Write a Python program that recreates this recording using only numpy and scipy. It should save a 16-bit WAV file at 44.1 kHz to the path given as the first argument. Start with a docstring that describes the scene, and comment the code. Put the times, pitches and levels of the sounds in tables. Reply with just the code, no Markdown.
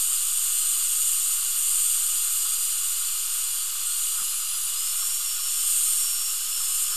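"""Dental turbine on metal

An air-turbine handpiece grinds a small metal part inside a mouth, close to a mono microphone.
The unbalanced rotor whines, sags under load and squeals where the bur catches. Cooling jet and exhaust
hiss through the resonances of head and mouth, over a low gurgle, soft knocks and a small room's rumble."""
import sys
import numpy as np
from scipy import signal
from scipy.fft import rfft, irfft
from scipy.io import wavfile

SR = 44100
rng = np.random.default_rng(int(sys.argv[2]) if len(sys.argv) > 2 else 0)


def unload_audio(sound):
    """Save the sound as a 16-bit wav file, at the path given as the first command line argument."""
    columns = np.transpose(np.atleast_2d(sound))
    # keep every value between -1 and 1, then stretch to whole-number steps
    steps = np.round(np.clip(columns, -1, 1) * 32767)
    wavfile.write(sys.argv[1], SR, steps.astype(np.int16))


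N = 306936
TIME = np.arange(N) / SR
FREQS = np.maximum(np.arange(N // 2 + 1) * SR / N, 1)

# Rotor speed, lower under load: time_s, rotation_hz
ROTOR_SPEED = [(0.0, 4580), (0.63, 4248), (1.12, 4635), (1.86, 4463), (2.65, 4858), (3.03, 4639),
               (3.13, 4298), (3.27, 4358), (3.48, 4705), (3.9, 4236), (4.17, 4957), (4.29, 5116),
               (4.71, 4820), (4.88, 5323), (5.03, 5507), (5.21, 5583), (5.36, 5457), (5.58, 5452),
               (5.68, 5348), (5.84, 5345), (6.0, 5507), (6.24, 5511), (6.44, 5375), (6.58, 5406),
               (6.7, 5254), (6.96, 5384)]
# Shaft tone as the head passes it at each pitch: pitch_hz, level_db
WHINE_RESPONSE = [(4250, -52), (4650, -54.5), (4900, -51), (5100, -51.5), (5300, -45.5), (5550, -40.5)]
# The same for the tone at twice the shaft rate: pitch_hz, level_db
OCTAVE_RESPONSE = [(8500, -40.5), (8750, -42.5), (9150, -48), (9400, -45.5), (9800, -42.5), (10200, -43),
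                   (10500, -58), (11100, -57)]
# Multiples of the ball cage rate and its sidebands: ratio_to_shaft, relative_level_db
BEARING_TONES = [(.8, -58), (1.2, -54), (1.4, -54), (1.8, -54)]
# Cooling jet, as the head moves over the tooth: time_s, relative_level_db
JET_LEVEL = [(0.0, -23.5), (0.29, -25), (1.08, -23.5), (1.51, -25.5), (1.84, -22.5), (2.29, -25.5),
             (2.34, -24.5), (3.2, -27.5), (3.39, -26.5), (3.74, -29), (4.03, -26.5), (4.52, -29),
             (4.98, -26), (5.39, -28.5), (5.72, -22.5), (5.93, -22.5), (6.14, -26.5), (6.43, -28.5),
             (6.82, -24.5), (6.96, -27)]
# Broad spectrum of rushing air: frequency_hz, relative_level_db
AIR_SPECTRUM = [(280.0, -31), (740.0, -28.0), (1220.0, -17.5), (1790.0, -21.1), (2220.0, -21),
                (2760.0, -20), (6250.0, -13), (6770.0, 1.5), (9840.0, 1), (10950.0, -10.5), (11620.0, 0.7),
                (13330.0, -1.5), (13560, -6), (14400, -12.5)]
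# Resonances and notches of head, mouth and nearby surfaces: centre_hz, width_hz, lift_db
AIR_RESONANCES = [(1135, 160, 7), (1252, 84, 6.5), (1307, 38, 6.5), (1420.5, 31, 11.5), (1549, 34, 5.5),
                  (2087, 25, 8), (2414, 40, 8), (2717, 486, 10.5), (2919, 173, 10), (3090, 49, 9.5),
                  (3407, 380, 13), (3767, 66, 6), (3946, 140, 7), (4162, 54, 10.5), (4350, 320, 7.5),
                  (4600, 48, 8.5), (4635, 50, -3), (4893, 295, 10.5), (5770, 300, 7.5), (7250, 670, 3.5),
                  (7820, 55, 3), (8260, 210, -2.5), (8710, 610, 8), (9410, 250, 3.5)]
# Room rumble: frequency_hz, relative_level_db
RUMBLE_SPECTRUM = [(8, 5.5), (15, 3.5), (24, -19), (50, -11.5), (75, -23.5), (87, -21.5), (110, -35.5),
                   (200, -60)]
# Early reflections from nearby surfaces: delay_ms, gain_ratio
EARLY_REFLECTIONS = [(6.35, 0.088), (6.9, 0.033), (8.2, 0.031), (9.4, 0.037), (9.95, 0.069), (11.0, 0.069),
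                     (12.5, 0.043), (17.2, 0.035)]
# Catches of the bur on the metal: start_s, length_s, whine_lift_db, octave_lift_db
BUR_CATCHES = [(.5, 0.2, 2, 9), (2.46, 0.15, 10, 0), (2.61, .09, 6, 7), (2.83, 0.21, -2, 4),
               (3.02, .08, 6, 7), (3.3, .23, 0, 6), (3.53, .11, 6, 11), (3.853, 0.3, 4, 8),
               (4.18, 0.2, 4, 6), (4.49, 0.23, 1.5, 8), (4.75, .13, 9, -5), (5.73, .11, -10, 8),
               (5.87, 0.39, 2, 0), (6.27, .2, -0.5, 12), (6.522, 0.089, 6.5, 3), (6.64, .14, 5.5, 8)]
# Small handling knocks: start_s, relative_level_db
HANDLING_KNOCKS = [(2.117, -69), (2.594, -69), (2.712, -65), (2.794, -73), (3.184, -72), (3.517, -67),
                   (3.609, -68), (3.716, -64), (4.032, -65), (4.213, -52.5), (4.338, -65), (4.594, -67),
                   (4.714, -69), (4.874, -71), (5.082, -69), (5.222, -66), (6.282, -63), (6.451, -65),
                   (6.599, -67), (6.754, -66)]
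# Brief swells of the gurgle: peak_s, lift_db
GURGLE_SURGES = [(4.205, 8), (5.04, 4.5), (6.6, 2.5), (6.93, 6.5)]


def undb(db):
    """Amplitude grows tenfold for every 20 dB."""
    return 10 ** (np.asarray(db) / 20)


def lookup(table, at):
    """Linear interpolation in a two-column table."""
    return np.interp(at, *np.transpose(table))


def colour(spectrum):
    """Spectral gain, interpolated in decibels over log frequency."""
    hz, db = np.transpose(spectrum)
    return undb(np.interp(np.log(FREQS), np.log(hz), db))


def above(hz, order):
    """Butterworth high-pass magnitude."""
    return 1 / np.sqrt(1 + (hz / FREQS) ** (2 * order))


def below(hz, order):
    """Butterworth low-pass magnitude."""
    return 1 / np.sqrt(1 + (FREQS / hz) ** (2 * order))


def noise(gain):
    """Filtered white noise takes the filter's spectrum; its rms is set to 1."""
    x = irfft(rfft(rng.standard_normal(N)) * gain, N)
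    return x / x.std()


def wander(rate_hz):
    """Low-passed noise gives a smooth random fluctuation of rms 1."""
    return noise(below(rate_hz, order=2))


def turbine():
    """Rotating unbalance radiates at the shaft rate; octave and bearing tones are phase-locked to it."""
    shaft_hz = lookup(ROTOR_SPEED, TIME) * (1 + .0006 * wander(14) + .0007 * wander(70))
    angle = 2 * np.pi * np.cumsum(shaft_hz) / SR
    whine_lift_db, octave_lift_db = squeal_lifts()
    duck_db = .41 * jet_swell_db()  # the whine weakens as the jet swells
    whine_db = lookup(WHINE_RESPONSE, shaft_hz) + whine_lift_db - duck_db
    octave_db = lookup(OCTAVE_RESPONSE, 2 * shaft_hz) + octave_lift_db
    # The bur chatters on the metal, so every tone flutters.
    whine = undb(whine_db + 2 * wander(12)) * np.sin(angle)
    octave = undb(octave_db + 2.4 * wander(26)) * np.sin(2 * angle)
    bearing = sum(undb(db + 2.6 * wander(3.6)) * np.sin(ratio * angle) for ratio, db in BEARING_TONES)
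    tones = np.sqrt(2) * (whine + octave + undb(-2) * bearing)
    return reverberate(tones, t60_s=.2, level_db=-19)


def air_path():
    """Resonances of the head and mouth filter the broad spectrum of rushing air."""
    lift_db = sum(db / (1 + (2 * (FREQS - hz) / width) ** 2) for hz, width, db in AIR_RESONANCES)
    return colour(AIR_SPECTRUM) * undb(lift_db) * above(266, order=8)


def jet_swell_db(usual_db=-26):
    """The jet's level departs from its usual value as its aim changes."""
    return lookup(JET_LEVEL, TIME) - usual_db


def cooling_jet(path):
    """A jet hisses on the metal and excites a cavity resonance, which swells faster than the hiss."""
    cavity_power = 1 / (1 + (2 * (FREQS - 8750) / 1100) ** 4)
    flutter_db = .38 * wander(23)
    swell_db = jet_swell_db()
    hiss_spectrum = path * above(6170, order=16) * np.sqrt(1 - .9 * cavity_power)
    hiss = noise(hiss_spectrum) * undb(-28 + .8 * swell_db)
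    ring = noise(path * np.sqrt(cavity_power)) * undb(-31 + 1.58 * swell_db)
    return (hiss + ring) * undb(flutter_db)


def exhaust(path):
    """Spent air leaves the head as a lower band of flow noise that follows the jet only a little."""
    rush = noise(path * above(1665, order=8) * below(6324, order=16))
    return rush * undb(-36.5 + .23 * jet_swell_db() + .2 * wander(8.6))


def gurgle(path, swell_s=.032):
    """Air over the wet mouth excites its lowest resonances unevenly and now and then wells up."""
    swells_db = sum(db * np.exp(-((TIME - peak) / swell_s) ** 2) for peak, db in GURGLE_SURGES)
    rush = noise(path * below(1760, order=8))
    return rush * undb(-49 + swells_db + .76 * wander(12))


def room_rumble(mains_hz=60):
    """The room's noise floor is low-frequency noise plus a faint mains hum."""
    hum = undb(-73) * np.sin(2 * np.pi * mains_hz * TIME)
    rumble = undb(-54) * noise(colour(RUMBLE_SPECTRUM) * below(250, order=4))
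    return rumble + hum


def reflect(direct):
    """Comb filtering: weak delayed copies interfere with the direct sound and ripple its spectrum."""
    comb = 1 + sum(gain * np.exp(-2j * np.pi * FREQS * ms / 1000) for ms, gain in EARLY_REFLECTIONS)
    return irfft(rfft(direct) * comb, N)


def reverberate(direct, t60_s, level_db, gap_s=.012):
    """Convolution with exponentially decaying noise adds a diffuse room tail."""
    response = rng.standard_normal(N) * undb(-60 * TIME / t60_s) * (TIME > gap_s)
    response /= np.linalg.norm(response)
    return direct + undb(level_db) * irfft(rfft(direct) * rfft(response), N)


def squeal_lifts(edge_s=.032):
    """Amplitude modulation: each catch of the bur shifts the decibel levels of whine and octave."""
    lifts_db = np.zeros((2, N))
    for start, length, whine_db, octave_db in BUR_CATCHES:
        inside_s = np.minimum(TIME - start, start + length - TIME)
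        envelope = np.clip(.5 + inside_s / edge_s, 0, 1)
        lifts_db += np.outer([whine_db, octave_db], envelope)
    return lifts_db


def knocks(usual_hz=206, pitch_spread=.09, rise_cycles=.85):
    """Handling excites damped vibrations that swell and die within a few cycles."""
    out = np.zeros(N)
    for start, db in HANDLING_KNOCKS:
        pitch_hz = usual_hz * np.exp(pitch_spread * rng.standard_normal())
        cycles = pitch_hz * np.maximum(TIME - start, 0)
        age = cycles / rise_cycles
        envelope = age * np.exp(1 - age)
        out += undb(db + 1) * envelope * np.sin(2 * np.pi * cycles)
    return out


def scene():
    """The sources superpose at one microphone, the same on both channels."""
    path = air_path()
    direct = turbine() + cooling_jet(path) + exhaust(path) + gurgle(path) + knocks()
    mono = reflect(direct) + room_rumble()
    return np.array([mono, mono])


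def record(dry):
    """An elliptic low-pass cuts the top treble steeply; a small constant offset is added."""
    cutoff_hz, offset = 14450, .0108
    low_pass = signal.ellip(10, .1, 80, cutoff_hz, fs=SR, output="sos")
    return signal.sosfilt(low_pass, dry) + offset


dry = scene()
out = record(dry)
unload_audio(out)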